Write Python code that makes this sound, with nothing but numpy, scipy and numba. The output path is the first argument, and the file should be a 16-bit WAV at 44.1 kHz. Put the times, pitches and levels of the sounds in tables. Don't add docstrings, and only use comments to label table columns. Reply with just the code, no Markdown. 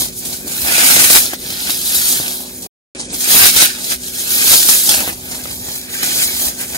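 import sys
import numpy as np
from scipy import signal
from scipy.fft import rfft, irfft, next_fast_len
from scipy.io import wavfile
from scipy.ndimage import uniform_filter1d
from numba import njit

SR = 44100
rng = np.random.default_rng(int(sys.argv[2]) if len(sys.argv) > 2 else 0)


def wrap_up_sound(samples):
    columns = np.atleast_2d(samples).T
    tamed = np.clip(columns, -1, 1)
    steps = np.round(tamed * 32767).astype(np.int16)
    wavfile.write(sys.argv[1], SR, steps)


N = 298557
T = np.arange(N) / SR
FFT_SIZE = next_fast_len(N)
HZ = np.fft.rfftfreq(FFT_SIZE, 1 / SR) + 1e-3


# f/Hz, level/dB
CELL_TONE = [(900, -24.5), (1300, -13), (1550, -5.5), (1900, -4.5), (2300, -3), (2750, -2), (3200, -0.5),
             (4000, 2.5), (4500, 1), (4950, 2.5), (5500, -0.5), (6900, -1), (7700, -1.5), (8800, 2),
             (9500, 0), (10300, 0), (12500, -2), (14000, -1.5), (15500, -4)]
# f/Hz, level/dB
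BODY_TONE = [(71, -37), (120, -13), (162, -7), (291, -2), (409, -8.5), (667, -4.5), (983, -4), (1300, 8.5),
             (1690, -43), (2860, -120)]

def foam():
    fine_db, coarse_db = squeeze()
    medium_db, dust_db, body_db, _ = size_mix()
    coarser_db = coarse_db + 9
    jump_db = slips()
    fine = grit(6000, 9774, per_s=14000, spread_db=1.5, cycles=34, ring_db=-12.5)
    fine *= undb(fine_db + jump_db + walk(45))
    medium = grit(3008, 6013, per_s=12000, spread_db=2.75, cycles=55, ring_db=-7)
    medium *= undb(fine_db + medium_db + 0.33 * coarser_db + 1.05 * jump_db + 0.16 * walk(33))
    coarse = grit(1100, 3003, per_s=8000, spread_db=2.8, cycles=52, ring_db=-7)
    coarse *= undb(fine_db + coarse_db + jump_db + 1.65 * walk(45))
    dust = band(cracks(18000, 1.3), 9660, 27000, CELL_TONE)
    dust *= undb(fine_db + dust_db + 0.79 * jump_db + 1.3 * walk(30))
    body = band(cracks(4000, 1.85), 120, 906, BODY_TONE)
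    body *= undb(fine_db + body_db + 0.67 * coarser_db + jump_db + 0.89 * walk(20))
    lone_ticks = band(cracks(250, 1.8), 1500, 20000, CELL_TONE) * undb(fine_db + jump_db - 9)
    return lone_ticks + fine + medium + coarse + dust + body


# t/s, fine crackle/dB, coarse crackle/dB re fine
GRIPS = [
    [(0, -21, -12), (.054, -23.5, -12), (.125, -40, -13), (.188, -29, -24.5), (.22, -33.5, -7.5),
     (.332, -27.5, -10.5), (.445, -38, -12)],
    [(.52, -25, -10), (.57, -26, -8), (.63, -25, -6), (.69, -19.5, -1), (.76, -18.5, -4), (.8, -15.5, -3),
     (.87, -14, -2), (.94, -14.5, -2.5), (1.02, -15.5, -5), (1.08, -15, -9), (1.125, -12, -6.5),
     (1.17, -13, -4.5), (1.2, -19, -10), (1.235, -20, -8), (1.298, -28.5, -8), (1.34, -31.5, 0),
     (1.377, -38.5, -10)],
    [(1.44, -30.5, -7.5), (1.58, -29.5, -3), (1.71, -22.5, -7.5), (1.82, -26, -11), (1.95, -19, -9.5),
     (2, -20.5, -9), (2.106, -17, -13), (2.25, -26.5, -5), (2.31, -26.5, -9.5), (2.52, -38, -10.5),
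     (2.59, -37.5, -30), (2.654, -36.5, -15.5)],
    [(2.963, -36.5, -7), (3.013, -27, -12.5), (3.083, -36.5, -21.5), (3.143, -24, -10.5),
     (3.178, -28.5, -14.5), (3.22, -21.5, -11.5), (3.273, -23, -5)],
    [(3.31, -14, -4.5), (3.463, -9, -3.5), (3.516, -19, -9), (3.59, -16.5, -4), (3.657, -15.5, -6),
     (3.705, -27.5, -0.5), (3.756, -32, -4.5), (3.85, -24.5, -14), (3.934, -20.5, -7.5), (3.98, -38.5, -8)],
    [(4.08, -27, -14.5), (4.116, -32, -11), (4.21, -22.5, -12), (4.265, -26, -6.5), (4.35, -18, -8),
     (4.42, -18, -9), (4.53, -9.5, -11.5), (4.64, -16, -11), (4.72, -12.5, -13), (4.83, -21, -13.5),
     (4.92, -15.5, -8), (5.1, -29, -1.5), (5.155, -37.5, -8)],
    [(5.268, -34.5, -6.5), (5.318, -31, -6.5), (5.418, -32.5, -9), (5.53, -30, -9.5), (5.572, -33.5, -15),
     (5.72, -28, -13.5), (5.887, -36.5, -7)],
    [(5.946, -27, -6), (6, -27.5, -7), (6.07, -20, -7), (6.224, -19, -8.5), (6.33, -25.5, -9),
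     (6.46, -21.5, -11.5), (6.5, -25.5, -12), (6.556, -37, -10), (6.61, -25, -6.5), (6.67, -33.5, -5),
     (6.77, -25.5, -10.5)],
]

def squeeze():
    return curves(T, np.concatenate(GRIPS))


# t/s, medium/dB re fine, dust/dB re fine, body/dB re fine, rumble/dB
SIZE_MIX = [(0, -3.5, 2, -13.5, -45), (.6, -5, 4.5, -16, -46), (1.1, -5.5, 4.5, -19.5, -44),
            (1.5, -0.5, 2.5, -14.5, -43.5), (2, -4.5, 4, -22, -49.5), (2.6, -2.5, 5, -4.5, -42),
            (3, -5, -4.5, -10, -44), (3.4, -2, 7.5, -22, -56), (3.85, -4, -2, -17.5, -48),
            (4.3, -4, 3, -20, -51), (4.75, -4, 4, -19, -50.5), (5.1, -5, 3.5, -9.5, -43),
            (5.6, -4, 1.5, -10, -42), (6.1, -5, 1, -19, -52), (6.4, -3.5, 3.5, -13.5, -42),
            (6.77, -8.5, 2.5, -12.5, -45.5)]

def size_mix():
    return curves(T, SIZE_MIX)


# t/s, jump/dB, settling time/s
SLIP_CUES = [(0.056, 9.5, 0.0026), (0.249, 8, 0.028), (0.326, 5, 0.012), (0.476, 12, 0.0054),
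             (0.615, 11, 0.0067), (0.721, 13, 0.0035), (0.751, 7, 0.005), (0.805, 9, 0.003),
             (0.904, 9, 0.019), (0.989, 8, 0.026), (1.039, 16, 0.013), (1.147, 20, 0.024),
             (1.255, 15, 0.0036), (1.327, -1, 0.0055), (1.419, 5, 0.0028), (1.501, 15.5, 0.0063),
             (1.596, 1, 0.014), (1.651, 6.5, 0.0026), (1.67, 9, 0.0038), (1.695, 9, 0.0053),
             (1.758, -13, 0.0019), (1.814, 13, 0.0042), (1.945, 5.5, 0.017), (2.011, 8, 0.0071),
             (2.278, 16, 0.0046), (2.306, 4, 0.0072), (2.402, 4, 0.00607), (2.558, 2, 0.011),
             (2.62, 11, 0.022), (2.993, 6.5, 0.0097), (3.122, 4, 0.014), (3.205, 11, 0.0059),
             (3.562, 17, 0.011), (3.616, 15.5, 0.015), (3.902, 5, 0.018), (4.034, 15, 0.0037),
             (4.078, 9, 0.003), (4.304, 7, 0.0065), (4.347, 5, 0.0033), (4.414, 6, 0.006),
             (4.686, 28, 0.0074), (4.89, 33.5, 0.0058), (4.915, 12, 0.004), (4.942, 9.5, 0.003),
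             (5.003, 14, 0.0036), (5.075, 11.5, 0.003), (5.127, 9, 0.008), (5.312, 9.5, 0.01),
             (5.347, 9, 0.007), (5.436, 10, 0.009), (5.457, 2, 0.003), (5.471, 8.5, 0.003),
             (5.51, 8, 0.003), (5.527, 6.5, 0.005), (5.717, 13, 0.003), (5.754, 11, 0.0094),
             (6.029, 17, 0.0066), (6.06, 10, 0.003), (6.08, 2, 0.0053), (6.138, 3.5, 0.0027),
             (6.225, 7, 0.0073), (6.601, 0, 0.0058), (6.745, 12, 0.0087), (0.123, 8.5, 0.014),
             (0.862, 4.5, .006), (0.96, 12, 0.005), (1.098, 11.5, 0.014), (1.865, 6, 0.01),
             (3.346, 6, .004), (3.371, 7, .006), (3.431, 8, 0.011), (3.454, 12, .012), (3.58, 6, .004),
             (3.606, 8, .003), (4.628, 7, .005), (1.163, 6, .008), (3.6, 11.5, 0.014), (4.513, 12, 0.0056),
             (4.534, 16, 0.0094)]

def slips():
    large = np.zeros(N)
    for s, db, settle_s in SLIP_CUES:
        age = np.maximum(T - s, 0)
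        large += db * np.exp(-age / settle_s) * (1 - np.exp(-age / 0.0028))
    kicks = (rng.random(N) < 90 / SR) * rng.exponential(size=N)
    small = signal.lfilter([1], [1, -np.exp(-1 / (0.0061 * SR))], kicks)
    return large + 0.87 * small


def grit(lo_hz, hi_hz, per_s, spread_db, cycles, ring_db):
    clicks = unit_rms(cracks(per_s, spread_db))
    ringing = undb(ring_db) * crumbs(lo_hz, hi_hz, cycles)
    return band(clicks + ringing, lo_hz, hi_hz, CELL_TONE)


def cracks(per_s, spread_db):
    size = undb(spread_db * rng.exponential(size=(2, N))) * rng.standard_normal((2, N))
    return size * (rng.random((2, N)) < per_s / SR)


def crumbs(lo_hz, hi_hz, cycles, per_s=1200, spread_db=1.2):
    count = per_s * N // SR
    onset, pitch, size_rank = rng.random((count, 3)).T
    hz = lo_hz * (hi_hz / lo_hz) ** pitch
    size = undb(-spread_db * np.log(1 - size_rank))[:, None] * rng.standard_normal((count, 2))
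    return unit_rms(ring((onset * N).astype(np.int64), hz, cycles / hz, size))


@njit
def ring(start, hz, decay_s, size):
    out = np.zeros((2, N))
    for k in range(len(start)):
        pole = np.exp(2j * np.pi * hz[k] / SR - 1 / (decay_s[k] * SR))
        phasor = 1 + 0j
        for i in range(start[k], min(start[k] + int(5 * decay_s[k] * SR), N)):
            out[0, i] += size[k, 0] * phasor.imag
            out[1, i] += size[k, 1] * phasor.imag
            phasor *= pole
    return out


# t/s, knock level/dB, f/Hz, crack level/dB
SNAP_CUES = [(0.019, -19.5, 666, -20), (0.472, -28, 350, -18), (0.65, -22, 737, -16),
             (0.842, -22.5, 592, -4), (0.903, -10, 1573, -7), (0.968, -10.5, 300, -15),
             (0.993, -19, 810, -5), (1.043, -13, 870, -15), (1.105, -10, 305, -9), (1.148, -8.5, 1500, -10),
             (1.334, -14.5, 727, -15), (1.526, -25, 350, -26), (1.695, -19.5, 735, -18),
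             (2.201, -17, 313, -22.5), (3.276, -23, 865, -8), (3.561, -23, 347, -2),
             (3.919, -33, 1130, -24), (3.349, -12, 255, -12), (3.626, -10.5, 305, -6),
             (4.443, -27, 306, -7), (4.516, -16, 516, -11), (4.534, -8, 640, -8), (4.689, -10, 855, -1),
             (4.891, -18, 700, -8), (4.944, -19.5, 470, -8), (5.078, -15, 308, -15),
             (5.456, -22.5, 1300, -24), (5.686, -24.5, 345, -16), (5.736, -38, 370, -28),
             (6.03, -20, 796, -13), (6.364, -43, 460, -21)]
# multiple of its pitch, level/dB, decay/s
PIECE_MODES = [(1, 0, 0.0017), (.45, -6, 0.004), (1.55, -2, 0.0016), (2.2, -1, 0.0014), (3.1, -7, .0012)]

def snaps(length=2048, low_cut_hz=168):
    out = np.zeros((2, N + length))
    t = np.arange(length) / SR
    for s, knock_db, hz, crack_db in SNAP_CUES:
        knock = sum(undb(db) * np.sin(2 * np.pi * hz * ratio * t) * np.exp(-t / decay_s)
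                    for ratio, db, decay_s in PIECE_MODES)
        knock *= 1 - np.exp(-t / 0.00075)
        bright_noise = signal.lfilter([1, -0.55], [1], rng.standard_normal((2, length)))
        burst = bright_noise * np.exp(-t / 0.009) * (1 - np.exp(-t / .002))
        i = int((s - .001) * SR)
        out[:, i:i + length] += undb(knock_db + 7.5) * knock * [[1], [.3]] + undb(crack_db) * burst
    return signal.lfilter(*signal.butter(2, low_cut_hz, "high", fs=SR), out[:, :N])


# t/s, level/dB
TICK_CUES = [(0.478, -13), (0.619, -11), (0.724, -4), (1.257, -11), (1.654, -8), (1.673, -6), (1.761, -11),
             (1.816, -9), (1.948, -3), (2.064, -2), (2.1, -3), (2.283, -4), (3.347, -1), (3.372, -1),
             (3.608, 0), (4.084, -9), (4.353, -8), (5.005, -8), (5.44, -15), (6.034, -3), (6.062, -5),
             (6.084, -5), (6.149, -4), (6.195, -3), (6.229, -3)]

def ticks(decay_s=.0003, right_lag_s=.00016):
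    out = np.zeros((2, N + 256))
    for s, db in TICK_CUES:
        tick = np.diff(rng.standard_normal(129)) * np.exp(-np.arange(128) / SR / decay_s)
        for channel, lag_s in zip(out, (0, right_lag_s)):
            i = int((s + lag_s) * SR) - 6
            channel[i:i + 128] += undb(db) * tick / np.abs(tick).max()
    return out[:, :N]


# t/s, level/dB, f/Hz
THUMP_CUES = [(.03, -40, 109), (.45, -37, 68.8), (.62, -30, 73), (.74, -39, 129.4), (0.938, -28, 134.3),
              (1.04, -31, 109), (1.14, -31, 60), (1.659, -37, 70.3), (1.959, -35, 86.7), (2.182, -45, 138),
              (3.41, -22, 93.5), (3.55, -33, 75), (3.95, -39, 62.7), (4.501, -33, 114.5), (4.88, -34, 89),
              (4.96, -30, 65), (5.06, -35, 71), (5.65, -35, 72), (5.88, -38, 75), (6.181, -38, 107.4),
              (6.25, -35, 64.6), (6.33, -33, 75), (6.46, -33, 62.4), (6.71, -36, 74.7)]

def thumps(attack_s=0.016):
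    out = np.zeros(N)
    for s, db, hz in THUMP_CUES:
        age = np.maximum(T - s, 0) / attack_s
        out += undb(db) * age * np.exp(1 - age) * np.sin(2 * np.pi * hz * (T - s))
    return out * np.array([[1], [.35]])


# f/Hz, level/dB
ROOM_TONE = [(15, -54), (25, -1), (250, 1), (569, -6.5), (866, -21.5), (1120, -25), (1680, -12.5),
             (1970, -16), (2510, -11.5), (3000, -30.5), (3900, -63.5)]

def room():
    air = band(rng.standard_normal((2, N)), 150, 3000, ROOM_TONE)
    air *= undb(-40 + 1.36 * walk(3.02) + 2.3 * walk(15))
    harder_db = squeeze()[0] + 27
    rumble = band(rng.standard_normal((2, N)), 40, 150, ROOM_TONE)
    rumble *= undb(size_mix()[3] + 0.41 * harder_db + 2.2 * walk(6.2))
    return air + rumble


# f/Hz, level/dB
MOTOR_PARTIALS = [(62, -51), (186, -48.5), (247.6, -42), (371.5, -45.5)]

def motor():
    drifting_t = np.cumsum(1 + 0.00287 * walk(3)) / SR
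    hum = sum(undb(db + 2 + 0.29 * walk(5.1)) * np.sin(2 * np.pi * hz * drifting_t)
              for hz, db in MOTOR_PARTIALS)
    return hum * np.array([[1], [0]])


# t/s, weights of four places (gripping the block, crumbling a piece, far to the right,
# resting by the tub)
HAND_PLACES = [(0.1, 0.0, 0.0, 0.14, 0.65), (0.3, 0.38, 0.25, 0.0, 0.91), (0.5, 0.45, 0.07, 0.0, 0.66),
               (0.7, 1.18, 0.0, 0.0, 0.19), (0.9, 1.07, 0.0, 0.025, 0.081), (1.1, 0.75, 0.0, 0.0, 0.02),
               (1.3, 0.45, 0.48, 0.046, 0.0), (1.5, 0.03, 1.04, 0.0, 0.0), (1.8, 0.44, 1.05, 0.0, 0.0),
               (2.1, 0.04, 0.99, 0, 0.0), (2.3, 0.0, 1.1, 0.0, 0.0), (2.55, 0.0, 0.16, 0.06, 0.92),
               (3.05, 0, 0.53, 0.0, 0.29), (3.25, 0.74, 0.23, 0.12, 0.061), (3.5, 0.99, 0.0, 0.0, 0.02),
               (3.75, 0.65, 0, 0.03, 0.0), (4, 0.39, 0.72, 0.14, 0.12), (4.25, 0.04, 0.85, 0.31, 0.21),
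               (4.5, 0, 0.57, 0.14, 0.34), (4.75, 0.44, 0.66, 0.21, 0.1), (5, 0.085, 1, 0.0, 0.0),
               (5.25, 0.0018, 0.34, 0.18, 0.5), (5.5, 0.0, 0.046, 0.34, 0.76), (5.75, 0, 0.11, 0.5, 0.095),
               (6, 0.0, 0.17, 1.03, 0.04), (6.3, 0.0, 0.026, 1.07, 0.0), (6.55, 0.37, 0.26, 0.69, 0.18),
               (6.75, 0.26, 0.0, 0.81, 0.0)]
# f/Hz, share common to both ports for each place
PORT_LIKENESS = [(60, 0.47, 0.83, 0.65, 0.81), (150, 1, 0.99, 0.99, 0.99), (300, 0.95, 0.89, 0.91, 0.84),
                 (600, 0.66, 0.64, 0.59, 0.7), (900, 0.84, 0.57, 0.71, 0.57),
                 (1200, 0.26, 0.41, 0.27, 0.29), (1500, 0.34, 0.53, 0.48, 0.46),
                 (1800, 0.77, 0.86, 0.48, 0.81), (2050, 0.59, 0.91, 0.44, 0.73),
                 (2380, 0.08, 0.83, 0.36, 0.35), (2550, 0.13, 0.25, 0.4, 0.34),
                 (2800, 0.35, 0.53, 0.97, 0.75), (3000, 0.08, 0.33, 0.54, 0.57),
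                 (3230, 0.24, 0.41, 0.28, 0.2), (3660, 0.14, 0.28, 1, 0.54), (3900, 0.39, 0.49, 0.31, 0.18),
                 (4230, 0.18, 0.86, 0.12, 0.29), (4520, 0.19, 0.35, 0.52, 0.28),
                 (4900, 0.48, 0.71, 0.38, 0.47), (5300, 0.08, 0.31, 0.37, 0.21),
                 (5660, 0.05, 0.35, 0.31, 0.15), (6260, 0.2, 0.22, 0.39, 0.15),
                 (6680, 0.25, 0.35, 0.78, 0.5), (7000, 0.3, 0.51, 0.81, 0.72),
                 (7400, 0.21, 0.35, 0.36, 0.28), (7800, 0.32, 0.27, 0.17, 0.11),
                 (8340, 0.47, 0.47, 0.61, 0.51), (8800, 0.44, 0.39, 0.4, 0.34),
                 (9400, 0.34, 0.45, 0.35, 0.35), (10000, 0.34, 0.45, 0.27, 0.24),
                 (10800, 0.33, 0.37, 0.44, 0.27), (11700, 0.04, 0.27, 0.36, 0.13),
                 (12500, 0.2, 0.24, 0.38, 0.19), (13500, 0.25, 0.21, 0.39, 0.4),
                 (14500, 0.32, 0.34, 0.27, 0.34), (15400, 0.14, 0.22, 0.25, 0.21)]
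# f/Hz, phase/rad for each place
PORT_LEAD = [(60, -0.11, -0.09, -0.12, -0.09), (150, -0.16, -0.18, -0.18, -0.17),
             (300, -0.17, -0.27, -0.22, -0.23), (600, -0.65, -0.6, -0.53, -0.54),
             (900, -0.69, -0.5, -0.49, -0.53), (1200, -0.08, 0.18, -0.16, -0.07),
             (1500, -0.07, 0.23, -0.09, 0.02), (1800, 0.73, 0.8, 0.21, 0.72),
             (2050, 0.83, 0.69, 0.04, 0.72), (2300, 1.39, 0.24, -0.8, 0.06),
             (2550, -1.17, -0.03, -0.58, -0.32), (2800, -0.2, 0.42, -0.2, -0.1),
             (3050, -0.96, 0.76, -0.35, -0.31), (3300, -3.62, 1.97, -1.45, -1.35),
             (3600, -5.47, 0.41, -0.91, -0.64), (3900, -4.86, 1.1, -0.31, 0.41),
             (4200, -4.84, 1.26, -0.58, 1.21), (4500, -7.12, 0.07, -1.43, -0.57),
             (4900, -5.99, 0.53, -0.31, 0.12), (5300, -3.54, 0.53, -2.05, -2.55),
             (5700, -3.44, -0.18, -2.36, -1.93), (6200, -6.51, -0.56, -1.8, -1.57),
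             (6600, -7.3, -1.16, -1.37, -1.33), (7000, -7.49, -1.29, -1.61, -1.57),
             (7400, -6.37, -0.0, -1.62, -1.16), (7800, -5.18, 0.98, 0.19, 0.44),
             (8300, -5.56, 0.85, 0.16, 0.08), (8800, -5.34, 0.88, 0.14, 0.56),
             (9400, -6.81, -1.0, -1.57, -1.17), (10000, -5.7, 0.26, -1.25, 0.07),
             (10800, -7.47, -0.56, -1.94, -1.14), (11600, -4.74, -0.69, -3.32, -3.44),
             (12500, -7.76, -1.59, -2.4, -2.12), (13500, -8.06, -1.78, -2.52, -2.42),
             (14500, -6.1, 0.05, -0.56, -0.55), (15400, -7.33, -1.43, -2.36, -1.58)]

def ports(pair, lag_s=8 / SR, likeness_boost=1.28, waver_rad=0.32, right_db=0.5):
    hz, s, (common, scattered) = signal.stft(pair, SR, nperseg=512, noverlap=384)
    weight = np.maximum(curves(s, HAND_PLACES), 0) + 1e-3
    by_place = np.clip(curves(hz, PORT_LIKENESS), 0, 1) * np.exp(1j * curves(hz, PORT_LEAD))
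    likeness = by_place.T @ (weight / weight.sum(axis=0))
    patch, waver = (patches(common.shape, hz[1], s[1] - s[0]) for _ in range(2))
    depth = likeness_boost * np.arctanh(np.minimum(abs(likeness), .99))
    share = np.tanh(depth * np.exp(.8 * patch))
    lead = np.angle(likeness) + 2 * np.pi * lag_s * hz[:, None]
    lead += waver_rad * waver * np.minimum(hz / 1500, 1)[:, None]
    mid = np.sqrt((1 + share) / 2) * common
    side = np.sqrt((1 - share) / 2) * scattered
    stereo = np.array([(mid + side) * np.exp(1j * lead), (mid - side) * undb(right_db)])
    return signal.istft(stereo, SR, nperseg=512, noverlap=384)[1][:, :N]


def patches(shape, hz_step, s_step, width_hz=260, length_s=.07):
    field = rng.standard_normal(shape)
    for axis, size in enumerate((width_hz / hz_step, length_s / s_step)):
        field = uniform_filter1d(field, max(int(size), 1), axis=axis)
        field = uniform_filter1d(field, 2, axis=axis)
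    return field / field.std()


def band(x, lo_hz, hi_hz, tone):
    hz, db = np.transpose(tone)
    gain = undb(np.interp(np.log(HZ), np.log(hz), db))
    gain /= np.sqrt((1 + (lo_hz / HZ) ** 8) * (1 + (HZ / hi_hz) ** 16))
    return unit_rms(irfft(rfft(x, FFT_SIZE) * gain, FFT_SIZE)[..., :N])


def walk(rate):
    hold = int(SR / rate)
    steps = np.repeat(rng.standard_normal(N // hold + 1), hold)
    return 1.672 * uniform_filter1d(uniform_filter1d(steps, hold), hold)[:N]


def curves(x, table):
    knots, *columns = np.transpose(table)
    return np.array([np.interp(x, knots, column) for column in columns])


def unit_rms(x):
    return x / np.sqrt(np.mean(x ** 2))


def undb(db):
    return 10 ** (np.asarray(db) / 20)


def scene():
    return ports(foam() + snaps() + thumps() + room() + motor()) + ticks()


def record(dry, drop_s=2.662, return_s=2.949, treble_back_s=3.125, dull_hz=9700, top_hz=15740):
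    clipped = np.clip(dry * undb(0.68), -.9, .9)
    dull = signal.sosfilt(signal.ellip(10, .2, 80, dull_hz, fs=SR, output="sos"), clipped)
    treble = np.where(T < return_s, 1, np.clip((T - treble_back_s) / .04 + .5, 0, 1) ** 2)
    fade = np.cos(np.pi / 2 * np.clip((T - drop_s) / 0.012, 0, 1)) ** 2
    heard = (treble * clipped + (1 - treble) * dull) * np.where(T < return_s, fade, 1)
    return signal.sosfilt(signal.ellip(12, .3, 70, top_hz, fs=SR, output="sos"), heard)


dry = scene()
out = record(dry)
wrap_up_sound(out)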